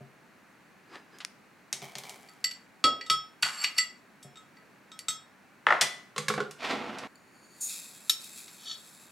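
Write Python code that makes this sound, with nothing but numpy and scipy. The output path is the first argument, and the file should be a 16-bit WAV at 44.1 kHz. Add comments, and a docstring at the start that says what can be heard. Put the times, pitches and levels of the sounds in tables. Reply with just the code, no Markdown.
"""A steel spoon knocks chilli paste off against a glass measuring cup, ringing the modes of both.
The cup stands close by on a cutting board in a small kitchen; a fan murmurs throughout. First the spoon
drags off the board and chopped onion slaps into the cup. After the knocks a small glass bowl rocks to
rest; further off, a wooden cupboard is knocked and a drawer rumbles on its runners. Last, sesame seeds
pour from a jar, their many tiny contacts pattering and tinkling on the glass."""
import sys
import numpy as np
from scipy import signal
from scipy.fft import rfft, irfft
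from scipy.io import wavfile
from scipy.ndimage import uniform_filter1d

SR = 44100
rng = np.random.default_rng(int(sys.argv[2]) if len(sys.argv) > 2 else 0)


def put_to_file(sound):
    """Save the sound as 16-bit audio at rate SR, in the file named by the first command-line argument."""
    columns = np.atleast_2d(sound).T  # one column per channel
    safe = np.clip(columns, -1, 1)
    whole_steps = np.round(safe * 32767)
    wavfile.write(sys.argv[1], SR, whole_steps.astype(np.int16))


N = 401751
T = np.arange(N) / SR
AGE_S = T[:SR * 3 // 4]  # time since a blow


def undb(db):
    """Decibels to gain."""
    return 10 ** (np.asarray(db) / 20)


def unit(x):
    """Scale to rms 1."""
    return x / np.sqrt(np.mean(x ** 2))


def fade(t60_s):
    """Exponential decay after a blow."""
    return np.exp(-np.log(1000) * AGE_S / max(t60_s, 1 / SR))


def add(track, at_s, sound):
    """Mix a sound in at `at_s`."""
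    start = max(int(at_s * SR), 0)
    track[start:start + len(sound)] += sound[:N - start]


def colour(x, points):
    """Filter by a (frequency [Hz], level [dB]) curve; rms 1."""
    hz, db = np.transpose(points)
    bins_hz = np.maximum(np.arange(len(x) // 2 + 1) * SR / len(x), 1)
    gain = undb(np.interp(np.log(bins_hz), np.log(hz), db))
    return unit(irfft(rfft(x) * gain, len(x)))


def swell(peak_s, db, rise_s, fall_s, hold_s=0, sag_db_per_s=0):
    """Envelope: 60 dB rise to the peak, sagging hold, 60 dB fall."""
    early = np.maximum(peak_s - T, 0) / rise_s
    late = np.maximum(T - peak_s - hold_s, 0) / fall_s
    sag_db = sag_db_per_s * np.clip(T - peak_s, 0, hold_s)
    return undb(db - sag_db - 60 * (early + late))


def walk(rate_hz):
    """Smooth random drift; rms 1."""
    step = int(SR / rate_hz)
    stairs = np.repeat(rng.standard_normal(N // step + 1), step)
    return unit(uniform_filter1d(stairs, step)[:N])


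def ring(modes, tilt_db_oct=0, detune=0.00032, rise_cycles=0.083, scatter_db=1.8):
    """Decaying modes; hard contact tilts them to the treble, spot and grip vary per blow."""
    out = 0
    for k, (hz, db, t60_s) in enumerate(modes):
        pitch, spot = rng.standard_normal(2)
        wave = (-1) ** k * np.sin(2 * np.pi * hz * (1 + detune * pitch) * AGE_S)
        attack = 1 - np.exp(-AGE_S * hz / rise_cycles)
        gain = undb(db + tilt_db_oct * np.log2(hz / 4000) + scatter_db * spot)
        out = out + gain * wave * attack * fade(t60_s)
    # a small body radiates little below its lowest mode
    return signal.sosfilt(signal.butter(2, modes[0][0] / 2, "high", fs=SR, output="sos"), out)


def struck(modes, share):
    """Modes for a blow between two contacts: share 0 is the first, 1 the second."""
    return [(hz, a_db + share * (b_db - a_db), t60_s) for hz, a_db, b_db, t60_s in modes]


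def band(centre_hz, octaves):
    """Band edges in Hz."""
    low_hz = min(centre_hz / 2 ** (octaves / 2), SR / 4)
    return low_hz, low_hz * 2 ** octaves


def clack(low_hz, high_hz, t60_s, tail_db, tail_t60_s, contact_hz=12500):
    """Contact crack with a tail of dense, damped modes; rms 1 over the first 20 ms."""
    burst = rng.standard_normal(len(AGE_S)) * (fade(t60_s) + undb(tail_db) * fade(tail_t60_s))
    edges_hz = [low_hz, np.clip(high_hz, low_hz + 100, SR / 2 - 100)]
    x = signal.sosfilt(signal.butter(2, edges_hz, "band", fs=SR, output="sos"), burst)
    # finite contact time bounds the treble
    x = signal.sosfilt(signal.butter(2, contact_hz, fs=SR, output="sos"), x)
    return x / np.sqrt(np.mean(x[:SR // 50] ** 2))


def grains(per_s, spread_db, hiss_db):
    """Tiny contacts of uneven size over a hiss; rms 1."""
    size = undb(spread_db * np.minimum(rng.exponential(size=N), 4))
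    clicks = (rng.random(N) < per_s / SR) * size * rng.choice([-1, 1], N)
    return unit(unit(clicks) + undb(hiss_db) * rng.standard_normal(N))


def excite(force, modes, tilt_db_oct=0):
    """A body driven by a running force; rms 1."""
    return unit(signal.fftconvolve(force, ring(modes, tilt_db_oct))[:N])


# fan spectrum: (frequency [Hz], level [dB])
FAN_COLOUR = [(15, -57), (25, -30.5), (70, -18.5), (108, -10.5), (200, 0), (463, -9), (911, -9),
              (1160, -9.5), (1560, -8), (2480, -13), (3340, -23.5), (4490, -21.5), (4870, -27),
              (5880, -25.5), (16000, -35)]


def fan(level_db=-59):
    """Air noise, wavering slightly, nearly alike on both sides."""
    mid, side = (colour(rng.standard_normal(N), FAN_COLOUR) for _ in range(2))
    return undb(level_db + 0.13 * walk(2)) * (mid + undb(-7.5) * side * np.array([[1], [-1]]))


# loaded board modes: (frequency [Hz], level [dB], t60 [s])
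BOARD_MODES = [(141.5, -1.5, 0.25), (184, -8, 0.17), (225.4, -6.5, 0.24), (385.6, -12, 0.38),
               (412.5, 0.5, 0.05), (594, -7, 0.11), (718, -15, 0.34)]


def board_thud(db):
    """The board takes a weight and rings low."""
    return undb(db) * ring(BOARD_MODES, detune=0.011, rise_cycles=1.5)


# cup nudges: (time [s], level [dB])
NUDGES = [(0.005, -42), (4.245, -43.5)]


def cup_on_board(jolt_s=2.842):
    """The cup is nudged against the board, and jolted by the hardest spoon blow."""
    out = np.zeros(N)
    for at_s, db in NUDGES:
        add(out, at_s, board_thud(db))
    add(out, jolt_s, undb(-33) * clack(260, 640, t60_s=.05, tail_db=6, tail_t60_s=.3))
    return out


# spoon drags: (peak time [s], level [dB])
DRAGS = [(.957, -44), (1.155, -53)]
# drag spectrum: (frequency [Hz], level [dB])
DRAG_COLOUR = [(150, -47), (250, -9), (393, 0), (609, -11.5), (1200, -5.5), (1530, -8), (1660, -4),
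               (2340, -12), (5000, -20), (12000, -41), (15600, -72), (22000, -120)]
# dragged spoon modes: (frequency [Hz], level [dB], t60 [s])
DRAG_MODES = [(1720, 6, .04), (3860, -5, 0.11), (5000, 0, 0.25), (7650, -8, .08)]
# spoon ticks: (time [s], level [dB], centre [Hz], tail [dB])
TICKS = [(1.186, -56, 5200, -16), (1.204, -44, 1950, 0), (1.249, -37, 3800, -36), (4.991, -43.5, 5200, -17)]


def spoon_handling():
    """The spoon drags off the board, ticks as it is picked up, and later ticks sharply on the cup."""
    friction = grains(1500, 2.5, -2.5)
    pull = sum(swell(peak_s, db, rise_s=.2, fall_s=.18) for peak_s, db in DRAGS)
    out = pull * (colour(friction, DRAG_COLOUR) + undb(-12.5) * excite(friction, DRAG_MODES))
    for at_s, db, hz, tail_db in TICKS:
        tick = clack(*band(hz, octaves=2.1), t60_s=.005, tail_db=tail_db, tail_t60_s=.12)
        add(out, at_s, undb(db) * tick)
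    return out


# onion landings: (time [s], slap [dB], slap centre [Hz], weight [dB])
ONION_DROPS = [(1.728, -31, 4100, -49), (1.819, -52, 2600, -44), (1.954, -41, 2600, -47.5),
               (1.984, -43.5, 5200, -57), (2.036, -50, 2400, -56), (2.095, -45, 4800, -62)]
# wet patter spectrum: (frequency [Hz], level [dB])
ONION_COLOUR = [(240, -32), (400, -5), (536, -12), (753, -1.5), (1310, -14), (1490, -29), (2320, -1.5),
                (2670, -26), (3070, -10), (3530, -16.5), (4950, -17.5), (9760, -23), (16000, -29)]
# spectrum of onion bits or seeds on glass: (frequency [Hz], level [dB])
GRAIN_COLOUR = [(590, -50), (1000, -31), (1310, -16), (1690, -24), (2590, -1), (2940, -21), (3800, -5),
                (4120, -3), (4360, -3), (6040, -9.5), (7530, 0.5), (8450, -9), (9940, -2.5), (14600, -15),
                (16000, -19)]


def onion():
    """Wet onion slaps and patters into the cup, then settles with ticks; the board takes the weight."""
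    patter = colour(grains(500, 3.5, -6), ONION_COLOUR)
    slips = colour(grains(120, 3, -14), GRAIN_COLOUR)
    settling = swell(ONION_DROPS[-1][0], db=-58.5, rise_s=.6, fall_s=1.8)
    out = settling * (patter + undb(-4) * slips)
    for at_s, slap_db, hz, weight_db in ONION_DROPS:
        out += swell(at_s, weight_db, rise_s=.01, fall_s=.46) * patter
        slap = clack(*band(hz, octaves=2.3), t60_s=.007, tail_db=-12, tail_t60_s=.12)
        add(out, at_s, undb(slap_db) * slap + board_thud(weight_db + 4.5))
    return out


# cup modes: (frequency [Hz], rim blow [dB], wall blow [dB], t60 [s])
CUP_MODES = [(1284, 4.5, -14, 0.18), (1314.5, -5, -1.5, 0.075), (3316, -5, -17.5, 0.28),
             (3720, -9, 5.5, 0.094), (4370, -29.5, -16, .15), (5380, -11, -16, .29),
             (5890, -40.5, -11, .14), (6370, -23.5, -9.5, 0.15), (7279, -27.5, -22.5, 0.25),
             (7492, -23, 0.5, 0.12), (8020, -22, -5.5, 0.19), (9675, -20.5, -24, 0.14),
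             (10100, -31, -29.5, 0.1), (11230, -36, -14, 0.098), (12586, -39.5, -22, 0.043),
             (13700, -39, -25.5, .15)]
# spoon modes: (frequency [Hz], tip blow [dB], edge blow [dB], t60 [s])
SPOON_MODES = [(1943, 0.5, -11, 0.065), (2003, 0.5, -20, 0.18), (2307, -10, -12, .07),
               (2674, -19, -9, 0.027), (2820, -29, -5.5, 0.11), (2930, -20.5, -17.5, .13),
               (4470, -7, -2, 0.105), (4560, 9, -3, 0.05), (5100, -12.5, -12.5, .07),
               (5570, 6.5, -12, 0.045), (7570, 2, -15, 0.1), (7660, -12, -14, .13), (8200, -16, -24, .11),
               (8700, -24.5, -24.5, 0.048), (10630, -27, -22.5, 0.11), (11500, -18.5, -25, 0.11),
               (12400, -32, -29.5, .08), (12850, -28, -29, .08), (13950, -38, -36, .09)]
# spoon blows: (time [s], cup [dB], wall share [0-1], spoon [dB], edge share [0-1], tilt [dB/octave])
CLINKS = [(2.287, -62, .24, -56, .3, -3), (2.442, -44, .6, -23.5, .35, 1.8), (2.511, -62, .3, -37, .74, 1),
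          (2.840, -19.5, .15, -20.5, .8, -1.5), (3.011, -67, .7, -38, .6, -8), (3.063, -43, .5, -50, 1, -1),
          (3.099, -19, .11, -24.5, .47, 1), (4.228, -48, .3, -61, .5, 9), (4.357, -52, .74, -74, .5, -2),
          (4.371, -49, .74, -74, .5, -1), (4.569, -73, .6, -59.5, .35, -10),
          (4.917, -45.5, .6, -71.5, .5, -1), (4.991, -64, .5, -46, .4, 2), (5.084, -26, .95, -46, .1, .5),
          (5.106, -38.5, .7, -59, .4, -2)]


def spoon_on_cup():
    """Each blow rings glass and steel according to where it lands; rim blows shake the board most."""
    out = np.zeros(N)
    for at_s, cup_db, wall, spoon_db, edge, tilt_db_oct in CLINKS:
        glass = undb(cup_db) * ring(struck(CUP_MODES, wall), tilt_db_oct)
        steel = undb(spoon_db) * ring(struck(SPOON_MODES, edge), tilt_db_oct)
        force = np.hypot(undb(cup_db), undb(spoon_db))
        crack_hz = 3100 * 2 ** (.08 * tilt_db_oct)
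        crack = clack(*band(crack_hz, octaves=1.8), t60_s=.033, tail_db=-19.5, tail_t60_s=.12)
        thud = board_thud(cup_db - 21) * (1 - .65 * wall)
        add(out, at_s, glass + steel + force * undb(-12) * crack + thud)
    return out


# loaded spoon knocks:
# (time [s], skid [s], strike [dB], slap [dB], ring [dB], ring edge share [0-1], paste [dB])
PASTE_KNOCKS = [(3.425, .005, -21, -27, -27, .8, -31.5), (3.639, .3, -25, -28, -22, 1, -49),
                (3.781, .07, -19, -34, -25.5, .05, -60)]
# squelch spectrum: (frequency [Hz], level [dB])
PASTE_COLOUR = [(350, -44.5), (600, -13), (1280, 1), (4170, -12.5), (4590, -11), (4770, -15), (7750, -11.5),
                (12800, -28), (14400, -36.5), (15000, -81)]


def paste_knocks(skid_db=-37, slap_delay_s=.005):
    """The loaded spoon skids on the rim, strikes edge-on and slaps flat; the paste squelches off."""
    out = np.zeros(N)
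    edge_modes = struck(SPOON_MODES, 0.85)
    chatter = excite(grains(700, 2.5, -12), edge_modes, tilt_db_oct=2)
    squelch = colour(grains(900, 2.6, -3), PASTE_COLOUR)
    for at_s, skid_s, strike_db, slap_db, ring_db, edge, paste_db in PASTE_KNOCKS:
        slap_s = at_s + slap_delay_s
        out += swell(at_s, skid_db, skid_s, fall_s=.04) * (chatter + undb(-6) * squelch)
        out += swell(slap_s, paste_db, rise_s=.02, fall_s=.48) * (squelch + undb(-5.5) * chatter)
        steel = ring(edge_modes, tilt_db_oct=1)
        glass = undb(-18) * ring(struck(CUP_MODES, 0.2), tilt_db_oct=1.5)
        crack = undb(-16) * clack(3500, 11000, t60_s=.033, tail_db=-19, tail_t60_s=.12)
        add(out, at_s, undb(strike_db) * (steel + glass + crack))
        slap = undb(slap_db) * clack(*band(2500, octaves=1.5), t60_s=.016, tail_db=-17, tail_t60_s=.12)
        slap_ring = undb(ring_db) * ring(struck(SPOON_MODES, edge), tilt_db_oct=-1.5)
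        add(out, slap_s, slap + slap_ring + board_thud(paste_db - 15))
    return out


# bowl modes: (frequency [Hz], level [dB], t60 [s])
BOWL_MODES = [(1992, -1, .5), (2810, -3, .36), (3187, -2, .18), (3451, -5, .29), (4600, -3, .16),
              (4953, -3, .15), (5690, 0, .25), (6665, -12, .45), (8662, -11, .23), (9663, -11, .19),
              (10460, -13, .19), (11620, -17, .15)]
# modes of its foot on the board: (frequency [Hz], level [dB], t60 [s])
FOOT_MODES = [(816, -18, 0.02), (906, -7, .03), (1250, 1, 0.021), (1357, 1.5, 0.05), (1390, 7, 0.0088),
              (1760, 1, 0.041), (1990, 5, 0.018)]
# landings on each side of the foot: (time [s], level [dB], tick [dB])
ROCKS = [(5.6677, -16.5, -35), (5.7051, -15.5, -56)]


def bowl(rebound_s=.019, rebound_db=-4, settle_s=5.811):
    """The bowl rocks on its foot, rebounds once per side and settles with a glassy clash."""
    out = np.zeros(N)
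    for at_s, db, tick_db in ROCKS:
        add(out, at_s, undb(tick_db) * clack(1500, 3940, t60_s=.004, tail_db=-30, tail_t60_s=.092))
        for bounce in range(2):
            rumble = undb(-10) * clack(520, 1570, t60_s=.01, tail_db=-3, tail_t60_s=.32)
            landing = ring(FOOT_MODES, detune=0.032) + rumble + board_thud(-28)
            add(out, at_s + bounce * rebound_s, undb(db + bounce * rebound_db) * landing)
    glass = undb(-31) * ring(BOWL_MODES)
    clash = undb(-23) * clack(2000, 9100, t60_s=.035, tail_db=5, tail_t60_s=.16)
    knock = undb(-25.5) * clack(600, 3000, t60_s=.028, tail_db=9, tail_t60_s=.13)
    add(out, settle_s, glass + clash)
    add(out, settle_s + .004, knock + board_thud(-41))
    return out


# cupboard modes: (frequency [Hz], door knock [dB], shelf knock [dB], t60 [s])
CUPBOARD_MODES = [(147.7, -6.5, -12.5, 0.33), (209, -19.5, -17, 0.22), (419, -22, 6, 0.1),
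                  (494, -11, -15, 0.2), (534, -7.5, -9, .12), (1109, 1, 2, 0.035), (1411, -17, 7, 0.035),
                  (1695, 5, -25, 0.03), (2310, 3.5, -29, 0.018)]
# cupboard knocks: (time [s], ring [dB], shelf share [0-1], clack [dB], clack centre [Hz])
CUPBOARD_KNOCKS = [(6.162, -36, .62, -43, 1800), (6.180, -25, .35, -32.5, 2700),
                   (6.283, -23.5, 0, -30.5, 2800), (6.301, -25, .76, -36, 1150),
                   (6.339, -27.5, .1, -45, 2500), (6.378, -41, 1, -32, 450), (6.403, -28, 1, -40.5, 1600),
                   (6.510, -58, .5, -48, 3500), (6.985, -55, .5, -45, 2400)]


def cupboard():
    """Knocks on door and shelf ring the hollow wood."""
    out = np.zeros(N)
    for at_s, ring_db, shelf, clack_db, hz in CUPBOARD_KNOCKS:
        wood = ring(struck(CUPBOARD_MODES, shelf), detune=0.014, rise_cycles=0.9)
        contact = clack(*band(hz, octaves=2.8), t60_s=.041, tail_db=-7, tail_t60_s=.11)
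        add(out, at_s, undb(ring_db) * wood + undb(clack_db) * contact)
    return out


# drawer jerks: (peak time [s], level [dB])
JERKS = [(6.607, -42), (6.648, -28), (6.708, -28)]
# rasp spectrum: (frequency [Hz], level [dB])
RASP_COLOUR = [(250, -25), (650, 1), (2500, 0), (4500, -7), (8000, -22), (16000, -42)]
# runner spectrum: (frequency [Hz], level [dB])
RUNNER_COLOUR = [(29, -59), (50, -36), (105, -13.5), (272, 1), (322, -10), (371, 1), (408, -5.5),
                 (742, -3.5), (1350, -7), (1480, -10.5), (1790, -9), (3670, -18.5), (3940, -21),
                 (7510, -34.5), (15000, -55)]


def drawer():
    """The drawer jerks free with a rasp, then rumbles along its runners, slowing a little."""
    rumble = colour(grains(900, 1.1, -1), RUNNER_COLOUR)
    rasp = colour(grains(600, 1.5, -2), RASP_COLOUR)
    jerks = sum(swell(peak_s, db, rise_s=.09, fall_s=.17) for peak_s, db in JERKS)
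    glide = swell(6.7, db=-39, rise_s=.1, fall_s=.1, hold_s=.37, sag_db_per_s=9)
    flutter = undb(1.3 * walk(45))
    return flutter * (glide * rumble + jerks * (undb(-10) * rumble + undb(-4.5) * rasp))


# tilted jar modes: (frequency [Hz], level [dB], t60 [s])
JAR_MODES = [(4470, 2, .03), (4760, -5, 0.038), (7030, -4, .04), (7300, -8, 0.026), (9000, -7, .015),
             (10400, -2, 0.01), (13500, -6, .012)]
# sliding seed spectrum: (frequency [Hz], level [dB])
SLIDE_COLOUR = [(1760, -73), (3000, -50), (3200, -39), (3450, -45), (3750, -40), (4290, -24), (5880, -23),
                (6220, -12.5), (6570, -8), (6710, 2.5), (7890, -18), (9070, -5), (9940, -15),
                (13800, -20.5), (16000, -34)]


def sesame_in_jar(first_slip_s=7.156, spill_s=7.61):
    """Seeds slip and creep in the tilted jar, then spill in one rush."""
    slide = colour(grains(5000, 2.5, 0), SLIDE_COLOUR)
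    rush = swell(spill_s, db=-32.5, rise_s=.012, fall_s=.33, hold_s=.035)
    creep = swell(spill_s, db=-60, rise_s=1.7, fall_s=.4) * undb(2 * walk(30))
    jar = excite(grains(3000, 1.8, 5), JAR_MODES)
    out = rush * slide + creep * (undb(-2) * jar + undb(-2.5) * slide)
    add(out, first_slip_s, undb(-53) * ring(JAR_MODES))
    return out


# jar shakes that free more seeds: (peak time [s], level [dB])
SHAKES = [(8.245, -53), (8.385, -51.5)]


def sesame_in_cup(landing_s=7.71):
    """Seeds land and thin to a trickle; their brief contacts ring the cup's high modes most."""
    patter = colour(grains(1400, 3, -7), GRAIN_COLOUR)
    tinkle = excite(grains(900, 3.6, -22), struck(CUP_MODES, 0.6), tilt_db_oct=11)
    landing = swell(landing_s, db=-40, rise_s=.33, fall_s=.55)
    trickle = swell(landing_s, db=-56.5, rise_s=.33, fall_s=1.8, hold_s=1.22) * undb(1.2 * walk(16))
    shakes = sum(swell(peak_s, db, rise_s=.25, fall_s=.3) for peak_s, db in SHAKES)
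    return (landing + trickle + shakes) * (patter + undb(-4.5) * tinkle)


# modes of the cup with the jar on its rim: (frequency [Hz], rubbed [dB], tapped [dB], t60 [s])
RIM_MODES = [(1316, -12, -15.5, 0.07), (1770, -16, -16.5, 0.051), (3110, -5.5, -12, 0.056),
             (3400, -6, -9, 0.066), (3790, 1.5, 5, 0.043), (3935, -18, 3, 0.026), (4420, -1.5, -7, 0.053),
             (4580, -6, -8, 0.051), (5413, -15, -8, 0.22), (5850, -12, -14, 0.07), (6355, -9, -15.5, .11),
             (7130, -14, -5, 0.059), (7250, -19, -13, 0.076), (7360, -12, -6, .09), (8650, -19, -22, 0.043),
             (10400, -24, -13, 0.082), (11400, -34, -13, 0.089), (12586, -32, -10, 0.06),
             (13400, -32, -11, 0.059)]
# jar taps: (time [s], ring [dB], clack [dB], clack centre [Hz])
JAR_TAPS = [(8.096, -18.5, -29.5, 5600), (8.242, -65, -49, 7500), (8.480, -54, -52.5, 3000)]


def jar_on_rim():
    """The jar taps the cup's rim and rubs along it, ringing the glass."""
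    rub = swell(8.708, db=-35.5, rise_s=.27, fall_s=.24)
    out = rub * excite(grains(700, 1.3, -10), struck(RIM_MODES, 0))
    for at_s, ring_db, clack_db, hz in JAR_TAPS:
        glass = ring(struck(RIM_MODES, 1))
        contact = clack(*band(hz, octaves=2.1), t60_s=.013, tail_db=4, tail_t60_s=.15)
        add(out, at_s, undb(ring_db) * glass + undb(clack_db) * contact)
    return out


def kitchen(x, wet_db, pan_db, side_db, t60_s=0.53, treble_t60_s=0.31):
    """Direct sound plus the short stereo tail of a small, hard room."""
    noise = rng.standard_normal((2, len(AGE_S)))
    low = signal.sosfilt(signal.butter(1, 3000, fs=SR, output="sos"), noise)
    tail = (low * fade(t60_s) + (noise - low) * fade(treble_t60_s)) * (1 - fade(0.013))
    tail /= np.sqrt(np.sum(tail[0] ** 2))
    mid, side = signal.fftconvolve(x[None], tail, axes=1)[:, :N]
    stereo = x + undb(wet_db) * (mid + undb(side_db) * side * np.array([[1], [-1]]))
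    return stereo * undb(np.array([[pan_db], [-pan_db]]) / 2)


def scene(cut_s=7.073):
    """Near sounds are drier than far; an abrupt edit cuts off the drawer's rumble and its room tail."""
    spoon = spoon_on_cup() + paste_knocks()
    sesame = sesame_in_jar() + sesame_in_cup() + jar_on_rim()
    near = kitchen(cup_on_board() + onion(), wet_db=-10, pan_db=.5, side_db=-7.5)
    near += kitchen(spoon_handling(), wet_db=-19, pan_db=0, side_db=-3)
    near += kitchen(spoon, wet_db=-7.5, pan_db=.6, side_db=-6.5, t60_s=.33, treble_t60_s=.23)
    near += kitchen(bowl(), wet_db=-8.5, pan_db=1, side_db=-6.5, t60_s=.47)
    near += kitchen(sesame, wet_db=-14, pan_db=.7, side_db=-1.5)
    far = kitchen(cupboard() + drawer(), wet_db=-5.5, pan_db=-1.3, side_db=-9, t60_s=.36)
    return near + far * (T < cut_s) + fan()


def record(dry):
    """Steep low-pass at 16 kHz."""
    return signal.sosfilt(signal.ellip(8, .2, 70, 16000, fs=SR, output="sos"), dry)


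dry = scene()
out = record(dry)
put_to_file(out)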